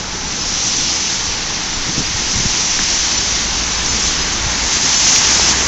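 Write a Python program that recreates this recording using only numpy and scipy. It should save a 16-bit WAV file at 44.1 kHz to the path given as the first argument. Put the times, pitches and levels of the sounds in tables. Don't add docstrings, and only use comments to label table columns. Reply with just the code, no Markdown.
import sys
import numpy as np
from scipy import signal
from scipy.fft import rfft, irfft, next_fast_len
from scipy.io import wavfile
from scipy.ndimage import uniform_filter1d, minimum_filter1d

SR = 44100
rng = np.random.default_rng(int(sys.argv[2]) if len(sys.argv) > 2 else 0)


def to_wav(sig):
    pcm = np.clip(np.atleast_2d(sig), -1, 1) * 32767
    pcm = np.round(pcm).astype(np.int16)
    wavfile.write(sys.argv[1], SR, pcm.T)


def level_to_linear(level):
    exponent = np.asarray(level, float) / 20
    return 10 ** exponent


N = 250387
TIME = np.arange(N) / SR

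# [f/Hz, level/dB per Hz]
RUMBLE_SPECTRUM = [(20, -5.5), (45, -1.5), (90, -1), (130, -3.5), (200, -2), (300, -3.5), (450, -7.5),
                   (620, -15.5), (1200, -23)]
# [f/Hz, level/dB per Hz]
ROAR_SPECTRUM = [(300, -22.5), (520, -8), (630, -6), (760, -2), (850, 0.5), (950, -1), (1050, -1),
                 (1280, -2.5), (1600, -2), (1900, -2), (2180, -2), (2500, -7), (3200, -9), (8000, -23.5)]
# [f/Hz, level/dB per Hz]
WIND_SPECTRUM = [(8, 3), (20, 2), (40, -3), (80, -15), (160, -30.5), (400, -44)]
# [f/Hz, level/dB per Hz]
SWISH_SPECTRUM = [(900, -31), (1800, -10.5), (2500, -3.5), (3300, -1.5), (4100, -2.5), (5000, -4.5),
                  (7000, -15.5)]
# [f/Hz, level/dB per Hz]
SPRAY_SPECTRUM = [(1500, -36.5), (3000, -17.5), (4200, -3), (5000, -1.5), (6000, 0.5), (7200, -1.5),
                  (9000, -2.5)]
# [f/Hz, level/dB]
CONVERTER_EDGE = [(7000, 0), (7450, -3), (7700, -10.5), (7950, -21), (8150, -31), (8270, -42), (8330, -110)]

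# [closest t/s, spray level/dB, tread roar level/dB, approach t/s, leave t/s]
CARS = [
    (.73, -16.5, -37, 0.29, 0.53),
    (2.45, -18, -38.5, 0.39, 0.37),
    (2.93, -17.5, -37, .3, 0.33),
    (3.3, -21, -40.5, .2, 0.39),
    (4.041, -18, -33.5, 0.22, 0.16),
    (4.72, -22, -33, 0.2, 0.098),
    (5.12, -12, -32.5, 0.27, .24),
    (5.46, -14.5, -24, 0.14, 0.63),
]
# [t/s, boost of the rumble level/dB, length t/s]
SEAMS = [
    (1.99, 4.5, .05),
    (3.95, 2, 0.12),
    (5.496, 2, 0.12),
]
# [t/s, level/dB, length t/s]
GUSTS = [(.2, -33.5, 0.17), (0.506, -32.5, 0.11), (.82, -34.5, .08), (1.27, -30, .1), (1.5, -35.5, .2),
         (1.79, -26.5, 0.096), (2.025, -33, 0.088), (2.22, -30.5, 0.16), (2.45, -29.5, .15),
         (2.79, -30, 0.11), (2.962, -32, .08), (3.503, -36, .3), (3.86, -32.5, .07), (4.083, -33, .12),
         (4.25, -30, .1), (4.42, -30.5, .1), (4.63, -31, 0.067), (5.45, -40, .1)]
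# [t/s, peak level/dB, f/Hz, cycles, share of ragged noise]
EDDIES = [(1.89, -17, 170, 4.9, 0.56), (1.982, -10, 190, 0.95, 0.15), (1.995, -16.5, 129, 1.8, 0.34),
          (1.998, -28, 418, 9, 0.32), (2.0, -21, 272, 5, 0.42), (2.341, -20, 200, 4.1, 0.13),
          (2.007, -13.5, 259, 1.8, 0.23), (2.011, -22, 45, 1, 0), (2.152, -17, 93, 2.2, 0.074),
          (2.362, -13, 75, 1.3, 0), (2.372, -15.5, 189, 3, 0.13), (2.42, -24, 45, 3.4, 0.19),
          (2.388, -14.5, 125, 2.3, 0.088), (2.405, -16, 150, 2.6, 0.36), (2.457, -8.5, 170, 1.9, 0.12),
          (2.464, -11, 60, 1.1, 0.12), (4.356, -24, 214, 8.3, 0.07), (4.41, -17, 50, 1, 0),
          (4.445, -17, 55, 1.5, 0), (4.467, -11.5, 95, 1.4, 0.029), (2.8, -22.5, 149, 5.1, 0.69),
          (4.52, -19, 150, 1.5, 0.5)]
# [start t/s, end t/s, f/Hz, level/dB]
IDLE_HUMS = [
    (-.3, 1.87, 183.5, -42.5),
    (1.9, 4, 181, -42.5),
    (1.1, 1.8, 42.3, -38.5),
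    (0, 0.55, 26, -40.5),
    (1.05, 1.35, 100, -32),
]
# [t/s, firing rate f/Hz]
FIRING_RATE = [
    (2.85, 52),
    (3.345, 54.8),
    (3.93, 54.8),
    (4.65, 59),
    (5.68, 62),
]
# [start t/s, end t/s, level/dB]
THROTTLE = [
    (2.96, 3.14, -33.5),
    (3.26, 4.02, -31),
    (3.98, 4.3, -33),
    (4.36, 4.72, -29.5),
    (5.18, 5.72, -32),
]
# [t/s, peak level/dB, f/Hz, cycles]
TICKS = [
    (2.7913, -6.5, 1680, 2),
    (5.3968, -9, 900, 1.6),
    (5.3963, -14, 450, 1.3),
    (4.1085, -17, 1300, 2.5),
    (.043, -18, 1500, 2.5),
]
# [t/s, boost of the spray level/dB, length t/s]
SLAPS = [
    (5.057, 1.5, .01),
    (5.082, 1.5, .008),
    (5.163, 2, .008),
    (5.212, 1.5, .004),
    (5.36, 1.5, .01),
    (5.5, 1.5, .015),
    (2.839, 4, .006),
    (1.99, 3, .03),
    (4.74, 3, .03),
]
# [t/s, peak level/dB, f/Hz, cycles]
PORT_DROPS = [
    (5.0572, 1, 5900, 4),
    (5.0929, 1.6, 5800, 4),
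    (5.1521, 1.4, 5800, 4),
    (5.1619, -1.5, 5700, 7),
    (5.162, -3, 2500, 2.5),
    (5.1627, -6, 3900, 3),
    (5.1838, 1, 5900, 4),
    (5.4921, .7, 5900, 4),
]
# [t/s, low f/Hz, high f/Hz]
HISS_SLIPS = [(.279, 6200, 8300), (.419, 4600, 5700), (.442, 7600, 8300), (.813, 7600, 8300),
              (1.394, 7600, 8300), (1.742, 5700, 6900), (2.067, 4150, 5200), (2.067, 6900, 8300),
              (3.182, 5700, 6900), (3.275, 7600, 8300), (3.739, 6200, 8300), (3.785, 4600, 6250),
              (3.785, 6900, 8300), (3.832, 6900, 8300), (3.902, 5150, 6250), (4.18, 7600, 8300),
              (4.227, 4600, 5700), (4.97, 5150, 6250)]

RUMBLE_DB, RUMBLE_FOLLOWS = -33, 0.6
ROAR_REACH, ROAR_FAR_DB = 2.9, -30
UPPER_FAR_DB, UPPER_NEAR_DB, UPPER_S = -3, 0.6, 1.1
FINE_FAR_DB, FINE_DB_PER_S = -2.5, 0.82
BREEZE_DB, STEADIED = -45, .7
THROB_S, CYLINDERS = 3.345, 8
THROTTLE_RISE_S, COAST_DB = 0.061, -38
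SPRAY_FALL, SPRAY_FAR_DB = 1.53, -33
SWISH_DB, SWISH_FALL, SWISH_FAR_DB, SWISH_LAG_S = -7.5, 1.07, -37, .05
PUDDLE_END_S, PUDDLE_DROP_DB, PUDDLE_EDGE_S = 5.52, -3.5, .012
PORT_HZ, PORT_WIDTH_HZ, PORT_DB = 5993, 1540, 10.5
CEILING, FULL_SCALE = .93, .98
SLIP_HALF, SLIP_BAND_HZ = 1024, 690


def evened(x):
    return x / np.sqrt(np.mean(x ** 2) + 1e-20)


def coloured(x, spectrum):
    hz, db = np.transpose(spectrum)
    size = next_fast_len(N)
    bins = np.fft.rfftfreq(size, 1 / SR)
    gain = level_to_linear(np.interp(np.log(bins + 1), np.log(hz + 1), db, left=-80))
    return evened(irfft(rfft(x, size) * gain, size)[:N])


def lifted(x, above_hz, lift_db):
    highpass = signal.firwin(257, above_hz, pass_zero=False, fs=SR)
    upper = signal.oaconvolve(x, highpass, "same")
    return x + (level_to_linear(lift_db) - 1) * upper


def patchy(patch_db, flicker_db, size=256):
    hop = size // 4
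    frames = N // hop + 5
    real, imag, patches = rng.standard_normal((frames, size // 2 + 1, 3)).T
    patches = uniform_filter1d(patches, size=5, axis=0)
    patches = evened(uniform_filter1d(patches, size=40, axis=1))
    flicker = evened(uniform_filter1d(rng.standard_normal(frames), size=12))
    z = (real + 1j * imag) * level_to_linear(patch_db * patches + flicker_db * flicker)
    return signal.istft(z, nperseg=size, noverlap=size - hop)[1][:N]


def bump(s, length):
    return np.exp(-.5 * ((TIME - s) / (length / 2)) ** 2)


def span(start, end, rise):
    return np.clip(np.minimum(TIME - start, end - TIME) / rise, 0, 1)


def passing(column, reach, fall, far_db, lag=0):
    power = level_to_linear(2 * far_db)
    for car in CARS:
        since = TIME - car[0] - lag
        away = since / (reach * np.where(since < 0, car[3], car[4]))
        power = power + level_to_linear(2 * car[column]) / (1 + away ** 2) ** fall
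    return 10 * np.log10(power)


def strikes(table):
    out = np.zeros(N)
    for s, db, hz, cycles in table:
        turns = np.maximum(TIME - s, 0) * hz
        envelope = np.minimum(turns * 2, 1) * np.exp(-(turns / cycles) ** 2)
        ring = np.sin(2 * np.pi * turns) * envelope
        out -= level_to_linear(db) * ring / abs(ring).max()
    return out


def far_rumble(roar_db):
    thuds_db = sum(db * bump(s, length) for s, db, length in SEAMS)
    rumble_db = RUMBLE_DB + RUMBLE_FOLLOWS * (roar_db - roar_db[0]) + thuds_db
    noise = patchy(patch_db=0.8, flicker_db=-0.73, size=1024)
    return coloured(noise, RUMBLE_SPECTRUM) * level_to_linear(rumble_db + 3.5)


def tread_roar(roar_db):
    upper_db = UPPER_NEAR_DB + (UPPER_FAR_DB - UPPER_NEAR_DB) * np.exp(-(TIME / UPPER_S) ** 2)
    noise = coloured(patchy(patch_db=0.5, flicker_db=0.4), ROAR_SPECTRUM)
    return lifted(noise, 1600, upper_db) * level_to_linear(roar_db + 0.42)


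def road():
    roar_db = passing(column=2, reach=ROAR_REACH, fall=1, far_db=ROAR_FAR_DB)
    return far_rumble(roar_db) + tread_roar(roar_db)


def breeze():
    flow = coloured(rng.standard_normal(N), WIND_SPECTRUM)
    lumps = uniform_filter1d(uniform_filter1d(flow ** 2, size=2500), size=2500)
    steady = evened(flow / lumps ** (STEADIED / 2))
    return steady * (level_to_linear(BREEZE_DB) + sum(level_to_linear(db) * bump(s, length) for s, db, length in GUSTS))


def eddies():
    out = np.zeros(N)
    turbulence = rng.standard_normal(N)
    for s, db, hz, cycles, share in EDDIES:
        band = signal.butter(2, [hz / 2, hz * 1.6], "bandpass", fs=SR, output="sos")
        ragged = evened(signal.sosfilt(band, turbulence))
        push = -np.cos(2 * np.pi * hz * (TIME - s))
        share = np.clip(share, 0, 1)
        out += level_to_linear(db) * bump(s, 0.48 * cycles / hz) * ((1 - share) * push + share * ragged)
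    return out


def idling_cars():
    out = np.zeros(N)
    for start, end, hz, db in IDLE_HUMS:
        waver = 1 + .006 * evened(uniform_filter1d(rng.standard_normal(N), size=6000))
        tone = np.cos(2 * np.pi * np.cumsum(hz * waver) / SR)
        out += np.sqrt(2) * level_to_linear(db) * span(start, end, 0.23) * tone
    return out


def large_engine():
    times, rates = np.transpose(FIRING_RATE)
    turns = np.cumsum(np.interp(TIME, times, rates)) / SR
    cycle = (turns - np.interp(THROB_S, TIME, turns)) / CYLINDERS
    throb = 1 + 0.44 * np.cos(2 * np.pi * cycle)
    firing = np.cos(2 * np.pi * turns) + 0.093 * np.cos(4 * np.pi * turns)
    load = level_to_linear(COAST_DB) * span(times[0], 2 * TIME[-1], THROTTLE_RISE_S)
    for start, end, db in THROTTLE:
        load = np.maximum(load, level_to_linear(db) * span(start, end, THROTTLE_RISE_S))
    return load * evened(throb * firing)


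def droplet_fizz():
    sizes = level_to_linear(3.0 * np.minimum(rng.exponential(1, N), 5))
    bursts = rng.random(N) < 6000 / SR
    drops = rng.standard_normal(N) * sizes * bursts
    mist = evened(patchy(patch_db=1.1, flicker_db=.5))
    fizz = coloured(mist + 0.22 * evened(drops), SPRAY_SPECTRUM)
    return lifted(fizz, 6230, FINE_FAR_DB + FINE_DB_PER_S * TIME)


def spray():
    dry_db = PUDDLE_DROP_DB * (1 + np.tanh((TIME - PUDDLE_END_S) / PUDDLE_EDGE_S)) / 2
    slaps_db = sum(db * bump(s, length) for s, db, length in SLAPS)
    spray_db = passing(column=1, reach=0.98, fall=SPRAY_FALL, far_db=SPRAY_FAR_DB) + dry_db
    swish_db = passing(column=1, reach=1, fall=SWISH_FALL, far_db=SWISH_FAR_DB - SWISH_DB, lag=SWISH_LAG_S)
    swish_db = swish_db + SWISH_DB + dry_db
    fizz = droplet_fizz() * level_to_linear(spray_db - 3.5 + slaps_db)
    swish = coloured(patchy(patch_db=0.67, flicker_db=0.74), SWISH_SPECTRUM)
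    return fizz + swish * level_to_linear(swish_db + 0) * level_to_linear(0.23 * slaps_db)


def scene():
    air = road() + breeze() + eddies()
    street = air + idling_cars() + large_engine() + strikes(TICKS) + spray()
    return np.array([street, street])


def limited(x):
    envelope = -minimum_filter1d(-abs(x), size=41)
    return x * uniform_filter1d(np.minimum(1, CEILING / (envelope + 1e-9)), size=41)


def slipped(x):
    out = x.copy()
    length = 2 * SLIP_HALF
    hz = np.fft.rfftfreq(length, 1 / SR)
    window = np.sin(np.pi * (np.arange(length) + .5) / length)
    noise = rng.standard_normal((len(HISS_SLIPS), length))
    for (s, low_hz, high_hz), fresh in zip(HISS_SLIPS, noise):
        middle = round(s * SR)
        part = slice(middle - SLIP_HALF, middle + SLIP_HALF)
        own, new = rfft(x[part] * window), rfft(fresh)
        for edge in np.arange(high_hz, low_hz + SLIP_BAND_HZ / 4, -SLIP_BAND_HZ):
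            band = (hz > max(edge - SLIP_BAND_HZ, low_hz)) & (hz <= edge)
            level = np.linalg.norm(own[band]) / np.linalg.norm(new[band])
            out[part] += irfft(new * band) * 1.93 * level * window ** 2
            out[part] -= irfft(own * band) * window
    return out


def low_pass(x):
    return signal.sosfilt(signal.butter(12, 15760, fs=SR, output="sos"), x)


def record(dry):
    size = next_fast_len(N)
    hz = np.fft.rfftfreq(size, 1 / SR)
    port = 1 + (level_to_linear(PORT_DB) - 1) / (1 + ((hz - PORT_HZ) / (PORT_WIDTH_HZ / 2)) ** 2)
    edge = level_to_linear(np.interp(hz, *np.transpose(CONVERTER_EDGE)))
    street = limited(irfft(rfft(dry[0], size) * port, size)[:N])
    cover = np.minimum(sum(1.3 * bump(s + .0003, .001) for s, *_ in PORT_DROPS), 1)
    wet_port = street * (1 - .95 * cover) + strikes(PORT_DROPS)
    x = irfft(rfft(wet_port, size) * edge, size)[:N]
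    x = np.clip(x, -FULL_SCALE, FULL_SCALE)
    return low_pass(np.array([slipped(x), slipped(x)]))


dry = scene()
out = record(dry)
to_wav(out)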